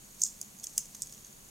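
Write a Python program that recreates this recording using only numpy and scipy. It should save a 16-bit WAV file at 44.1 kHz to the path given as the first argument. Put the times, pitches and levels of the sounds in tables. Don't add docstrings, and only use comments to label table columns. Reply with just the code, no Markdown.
import sys
import numpy as np
from scipy import signal
from scipy.fft import rfft, irfft
from scipy.io import wavfile

SR = 44100
rng = np.random.default_rng(int(sys.argv[2]) if len(sys.argv) > 2 else 0)


def ratio_of_db(decibels):
    return 10 ** (np.asarray(decibels, float) / 20)


def master(y):
    cut = np.clip(np.atleast_2d(y).T, -1, 1)
    pcm = np.round(cut * 32767)
    wavfile.write(sys.argv[1], SR, pcm.astype(np.int16))


N = 66150

# (time [s], peak level [dB],
# ring [Hz], bright crack level [dB], dull knock level [dB])
FOLD_TOUCHES = [(.1945, -37, 8400, -13, -15), (.2038, -35, 6460, -15, -20), (.2150, -27, 6350, -19, -24),
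                (.2170, -20.5, 6700, -11, -25), (.2187, -12.5, 6420, -25, -42),
                (.2206, -23.5, 6600, -27, -38), (.2349, -24, 5800, -33, -42), (.2355, -12.5, 7300, -24, -41),
                (.2368, -10.5, 6930, -26, -40), (.2497, -33.5, 6900, -9, -26), (.2643, -32, 6200, -20, -9),
                (.4134, -25, 7400, -6, -25), (.4148, -24.5, 6600, -23, -40), (.4157, -35, 6600, -19, -23),
                (0.586, -36, 6700, -15, -23), (.5978, -33, 6700, -18, -25), (0.633, -33, 6500, -12, -13),
               (0.638, -28, 6600, -10, -13), (0.6406, -24.5, 7700, -10, -22.5),
               (.6420, -29.5, 5800, -13, -18), (0.6427, -31, 6600, -1, -15.5),
               (0.669, -21.5, 6700, -25, -29), (0.6691, -28, 6700, -26, -34), (0.688, -49, 6700, -18, -22),
               (.7640, -36, 6530, -22, -28), (.7780, -17, 7440, -14, -18.5),
               (0.7792, -11.5, 6290, -10, -19.5), (0.7805, -19, 8100, -18, -30),
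               (0.7814, -28, 6800, -20, -38), (.8550, -36, 6650, -10, -15),
                (0.9462, -34.5, 6000, -17, -15), (0.948, -29.5, 6130, -6.5, -14),
             (.9510, -30, 6460, -9.5, -11), (0.966, -40, 7340, -18, -23), (1.0197, -22.5, 7280, -10.5, -27),
             (1.0199, -23, 6500, -25, -33), (1.0209, -20.5, 8150, -16, -27), (1.0203, -27, 7900, -19, -20),
             (1.0710, -32, 6350, -10.5, -12), (1.0940, -38.5, 5700, -16, -8), (1.1235, -30, 7020, -20, -19),
             (1.136, -35, 5900, -18, -25), (1.146, -43, 6000, -18, -3), (1.1768, -38.5, 6560, -22, -4),
             (1.2463, -32, 6440, -21, -16), (1.4870, -38, 6700, -20, -26)]
# (frequency [Hz], level [dB])
SIDE_RINGS = [(5450, -13), (8300, -10)]
# (frequency [Hz], width [Hz], level [dB])
CRACK_BODY = [(10020, 1320, 4), (12600, 1460, -0.5), (14570, 990, 0), (15100, 640, -13)]
# (frequency [Hz], width [Hz], level [dB])
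KNOCK_BODY = [(2030, 930, -8.5), (2790, 920, -10.5), (3430, 520, 0.5), (5440, 500, -2)]
# (time [s], peak level
# [dB], ring [Hz])
TAIL_TICKS = [(0.2228, -20, 6500), (0.2232, -42, 6760), (0.2267, -26, 6200), (0.229, -32, 6330),
              (0.2323, -25, 6000), (0.2336, -23, 7020), (0.24, -35, 6890), (0.242, -31, 7900),
              (0.2432, -31, 7970), (0.245, -25, 6590), (0.2471, -21, 6550), (0.249, -26, 6660),
              (0.2498, -17, 6830), (0.252, -30, 7000), (0.2542, -30, 6160), (0.255, -26, 6560),
              (0.2582, -27, 6700), (0.2591, -34, 6930), (0.2609, -36, 7020), (0.2627, -30, 6650),
              (0.2648, -25, 6500), (0.2643, -32, 6200), (0.269, -31, 8400), (0.269, -43, 6400),
              (0.2714, -38, 6550), (0.2745, -30, 6800), (0.276, -37, 7110), (0.2794, -33, 6850),
              (0.2801, -34, 7190), (0.2826, -37, 7920), (0.2869, -48, 6240), (0.2908, -35, 6630),
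              (0.4164, -53, 6800), (0.4207, -34, 6720), (0.4269, -37, 6330), (0.428, -33, 6160),
              (0.43, -40, 6800), (0.6443, -35, 8300), (0.648, -38, 6890), (0.6486, -40, 6890),
              (0.6579, -38, 6890), (0.6668, -37, 6590), (0.7856, -38, 7620), (0.7874, -40, 6540),
              (0.79, -32, 7020), (0.7922, -28, 7100), (0.7943, -31, 6590), (0.7977, -39, 7060),
              (0.805, -31, 6100), (0.806, -37, 6460), (0.8066, -33, 6550), (0.8097, -36, 6460),
              (1.0237, -37, 8350), (1.026, -32, 6500), (1.029, -31, 6040), (1.0325, -38, 6290),
              (1.0348, -31, 6680), (1.0357, -43, 8400), (1.0374, -41, 5940), (1.0395, -45, 7100)]
# (time [s], peak level [dB], ring [Hz])
WALL_RINGS = [(0.239, -55, 5260), (.2490, -43, 5400), (0.256, -38, 5000), (.2645, -51, 5240),
              (.2800, -46, 5400), (.4140, -35, 5040), (0.414, -33.5, 6220), (0.5978, -50, 4800),
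              (0.6404, -37, 5370), (.6432, -44, 5500), (.6430, -49, 3600), (0.669, -34.5, 5160),
              (0.6699, -50, 2930), (.7790, -23, 5374), (.7800, -29, 5200), (0.7875, -42, 5160),
              (0.9487, -52.5, 1100), (0.949, -51, 4060), (1.02, -46.5, 3950), (1.0212, -33, 5770),
              (1.025, -40, 5360), (1.0296, -36, 5480), (1.0295, -35, 8400)]
# (time [s], level [dB])
RUB_LEVEL = [(0, -62), (.18, -57), (.213, -42.5), (.262, -39), (.30, -49), (.33, -55), (.55, -59),
             (.64, -53.5), (.70, -54), (.76, -48), (.87, -59), (.93, -56.5), (.96, -52.5), (1.06, -54),
             (1.15, -54.5), (1.22, -61), (1.27, -53), (1.33, -66), (1.5, -65)]
# (frequency [Hz], width [Hz], level [dB])
RUB_BODY = [(4480, 1200, -14), (5700, 770, -6.5), (6600, 810, -4.5), (8200, 780, -4.5),
            (10270, 2500, -14.5), (13900, 2600, -14.5)]
# (frequency [Hz], width [Hz], level [dB])
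LENS_BODY = [(6700, 630, 4.5), (4500, 250, -3), (8400, 1100, -28)]
# (delay [s], level [dB])
ECHOES = [(.0062, -30), (.0140, -25), (0.029, -39)]
# (frequency [Hz], width [Hz], level [dB])
DRONES = [(143, 29, -70.5), (206.8, 35.5, -69)]
# (frequency [Hz], density [dB per Hz])
RUMBLE = [(12, -38), (20, -2), (37, -5.5), (54, -12.5), (100, -10.5), (123, -10.5), (205, -7), (236, -12.5),
          (900, -24), (1170, -24), (1980, -120)]
# (frequency [Hz], density [dB per Hz])
HISS = [(600, -14), (4470, -11.5), (5120, -15.5), (6730, -2), (7610, -7), (13500, -9.5), (15200, -18),
        (15900, -14)]
# (frequency [Hz], density [dB per Hz])
WIDE_AIR = [(12, -59), (20, -17), (289, -7), (616, -10), (729, -9), (4790, -17.5), (6530, -12),
            (13200, -25.5), (16500, -62)]

SNAP_WIDTH_HZ, SNAP_LATE_S = 995, 0.00022
SOFT_DB, SCRAPE_T60_S, SCRAPE_DB = -21, 0.012, -4.5
CRACK_T60_S, KNOCK_T60_S = 0.011, 0.016
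PORT_LOW_HZ, PORT_TOP_HZ = 4990, 8920
TICK_DB, TICK_WIDTH_HZ, WALL_WIDTH_HZ = -1.5, 1300, 690
RUB_DB, RUB_PER_S, RUB_SPREAD_DB = -3.5, 1900, 3
LENS_START_S, LENS_PERIOD_S, LENS_JITTER_S = .0062, .020007, 0.00028
LENS_DB, LENS_WEAK_DB, LENS_SPREAD_DB = -49.5, -2.5, 3.5
ROOM_DB, ROOM_T60_S, ROOM_SIDE_DB = -12, 0.26, -8.5
ROOM_TOP_DB, ROOM_TOP_T60_S = -0.5, 0.14
RUMBLE_DB, HISS_DB, WIDE_DB = -61, -57, -60
SIDE_DB, SIDE_TOP_HZ = -18, 11300
SIDE_PEAK_HZ, SIDE_PEAK_DB = 9400, 9
EDGE_HZ = 16500


def evened(x):
    return x / np.sqrt(np.mean(x ** 2) + 1e-20)


def peaked(x):
    return x / (abs(x).max() + 1e-12)


def impulse(length):
    return 1. * (np.arange(length) == 0)


def add(mix, s, sound):
    part = mix[round(s * SR):][:len(sound)]
    part += sound[:len(part)]


def resonate(x, hz, width_hz):
    pole = np.exp((2j * hz - width_hz) * np.pi / SR)
    once = signal.lfilter([1 - abs(pole)], [1, -pole], x)
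    return 2 * signal.lfilter([1 - abs(pole)], [1, -pole], once).real


def body(x, rings):
    out = 0
    for k, (hz, width_hz, db) in enumerate(rings):
        out = out + (-1) ** k * ratio_of_db(db) * resonate(x, hz, width_hz)
    return out


def ported(x):
    band = signal.butter(3, [PORT_LOW_HZ, PORT_TOP_HZ], btype="band", fs=SR, output="sos")
    return signal.sosfilt(band, x)


def contact(peak_db, ring_hz, crack_db, knock_db, noise):
    t = np.arange(len(noise)) / SR
    scrape = np.clip((SOFT_DB - peak_db) / 8, 0, 1)
    grit = 0.12 * np.roll(noise, 300) * ratio_of_db(-60 * t / SCRAPE_T60_S)
    tap = (1 - scrape) * impulse(len(noise)) + scrape * grit
    rings = [(ring_hz, 0)] + SIDE_RINGS
    whistle = peaked(ported(sum(ratio_of_db(db) * resonate(tap, hz, SNAP_WIDTH_HZ) for hz, db in rings)))
    soft = np.minimum(t / 0.00031, 1)
    crack = peaked(body(soft * noise * ratio_of_db(-60 * t / CRACK_T60_S), CRACK_BODY))
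    knock = peaked(body(soft * noise[::-1] * ratio_of_db(-60 * t / KNOCK_T60_S), KNOCK_BODY))
    touch = whistle + ratio_of_db(crack_db + 3.5) * crack + ratio_of_db(knock_db - 3.0) * knock
    return ratio_of_db(peak_db + SCRAPE_DB * scrape) * touch


def blocks():
    touches = FOLD_TOUCHES
    out = np.zeros(N)
    for (s, *touch), noise in zip(touches, rng.standard_normal((len(touches), 900))):
        add(out, s + SNAP_LATE_S, contact(*touch, noise))
    return out


def ticking():
    out, tap = np.zeros(N), impulse(300)
    for s, db, ring_hz in TAIL_TICKS:
        tick = resonate(tap, ring_hz, TICK_WIDTH_HZ)
        for hz, side_db in SIDE_RINGS:
            tick = tick + ratio_of_db(side_db - 14.0) * resonate(tap, hz, TICK_WIDTH_HZ)
        add(out, s, ratio_of_db(db + TICK_DB) * peaked(ported(tick)))
    for s, db, hz in WALL_RINGS:
        wall = resonate(resonate(tap, hz, 1.64 * WALL_WIDTH_HZ), hz, WALL_WIDTH_HZ)
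        add(out, s, ratio_of_db(db) * peaked(wall))
    return out


def rubbing():
    draw, size, sign = rng.random((3, N))
    slip_size = ratio_of_db(-RUB_SPREAD_DB * np.log(size + 0.0026))
    slips = (draw < RUB_PER_S / SR) * slip_size * np.sign(sign - .5)
    s, db = np.transpose(RUB_LEVEL)
    level_db = RUB_DB + np.interp(np.arange(N) / SR, s, db)
    return ratio_of_db(level_db) * evened(body(slips, RUB_BODY))


def room(x):
    t = np.arange(SR // 2) / SR
    noise = rng.standard_normal((2, len(t)))
    low = signal.sosfilt(signal.butter(2, 9000, fs=SR, output="sos"), noise)
    low_tail = low * ratio_of_db(-60 * t / ROOM_T60_S)
    top_tail = (noise - low) * ratio_of_db(ROOM_TOP_DB - 60 * t / ROOM_TOP_T60_S)
    tail = (low_tail + top_tail) * np.clip(t / 0.0039 - .5, 0, 1)
    tail = ratio_of_db(ROOM_DB) * tail / np.linalg.norm(tail[0])
    for s, db in ECHOES:
        add(tail[0], s, ratio_of_db(db) * evened(noise[1, :40]) / np.sqrt(40))
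    mid, side = signal.fftconvolve(x[None], tail, axes=1)[:, :N]
    side = ratio_of_db(ROOM_SIDE_DB) * side
    return np.array([mid + side, mid - side])


def lens():
    k, ticks = np.arange(74), np.zeros(N)
    size, jitter = rng.standard_normal((74, 2)).T
    at = np.round((LENS_START_S + LENS_PERIOD_S * k + LENS_JITTER_S * jitter) * SR).astype(int)
    ticks[at] = ratio_of_db(LENS_DB + LENS_WEAK_DB * (k % 2) + LENS_SPREAD_DB * size)
    tick = 0
    for hz, width_hz, db in LENS_BODY:
        tick = tick + ratio_of_db(db) * resonate(resonate(impulse(600), hz, width_hz), hz, width_hz)
    return signal.oaconvolve(ticks, peaked(tick))[:N]


def hum():
    out = np.zeros(N)
    for hz, width_hz, db in DRONES:
        out += ratio_of_db(db) * evened(resonate(rng.standard_normal(N), hz, width_hz))
    return out


def air(points, level_db):
    hz = np.fft.rfftfreq(N, 1 / SR)
    f, db = np.transpose(points)
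    inside = (hz >= f[0]) * (hz <= f[-1])
    shape = ratio_of_db(np.interp(np.log(hz + 1), np.log(f + 1), db)) * inside
    return ratio_of_db(level_db) * evened(irfft(rfft(rng.standard_normal(N)) * shape, N))


def scene():
    toy = blocks()
    near = toy + ticking() + rubbing()
    hz = np.fft.rfftfreq(N, 1 / SR)
    lean_db = SIDE_DB + SIDE_PEAK_DB * np.exp(-((hz - SIDE_PEAK_HZ) / 1300) ** 2)
    lean_gain = ratio_of_db(lean_db) / np.sqrt(1 + (hz / SIDE_TOP_HZ) ** 12)
    lean = irfft(rfft(near) * lean_gain, N)
    wide = air(WIDE_AIR, WIDE_DB) - lean
    centre = near + lens() + hum() + air(RUMBLE, RUMBLE_DB) + air(HISS, HISS_DB)
    return centre + room(toy) + np.array([wide, -wide])


def band_limit(x):
    return signal.sosfilt(signal.butter(12, 16670, fs=SR, output="sos"), x)


def record(dry):
    low_pass = signal.firwin(255, EDGE_HZ, window=("kaiser", 8), fs=SR)
    mix = signal.oaconvolve(dry, low_pass[None], "same")
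    return band_limit(mix)


dry = scene()
out = record(dry)
master(out)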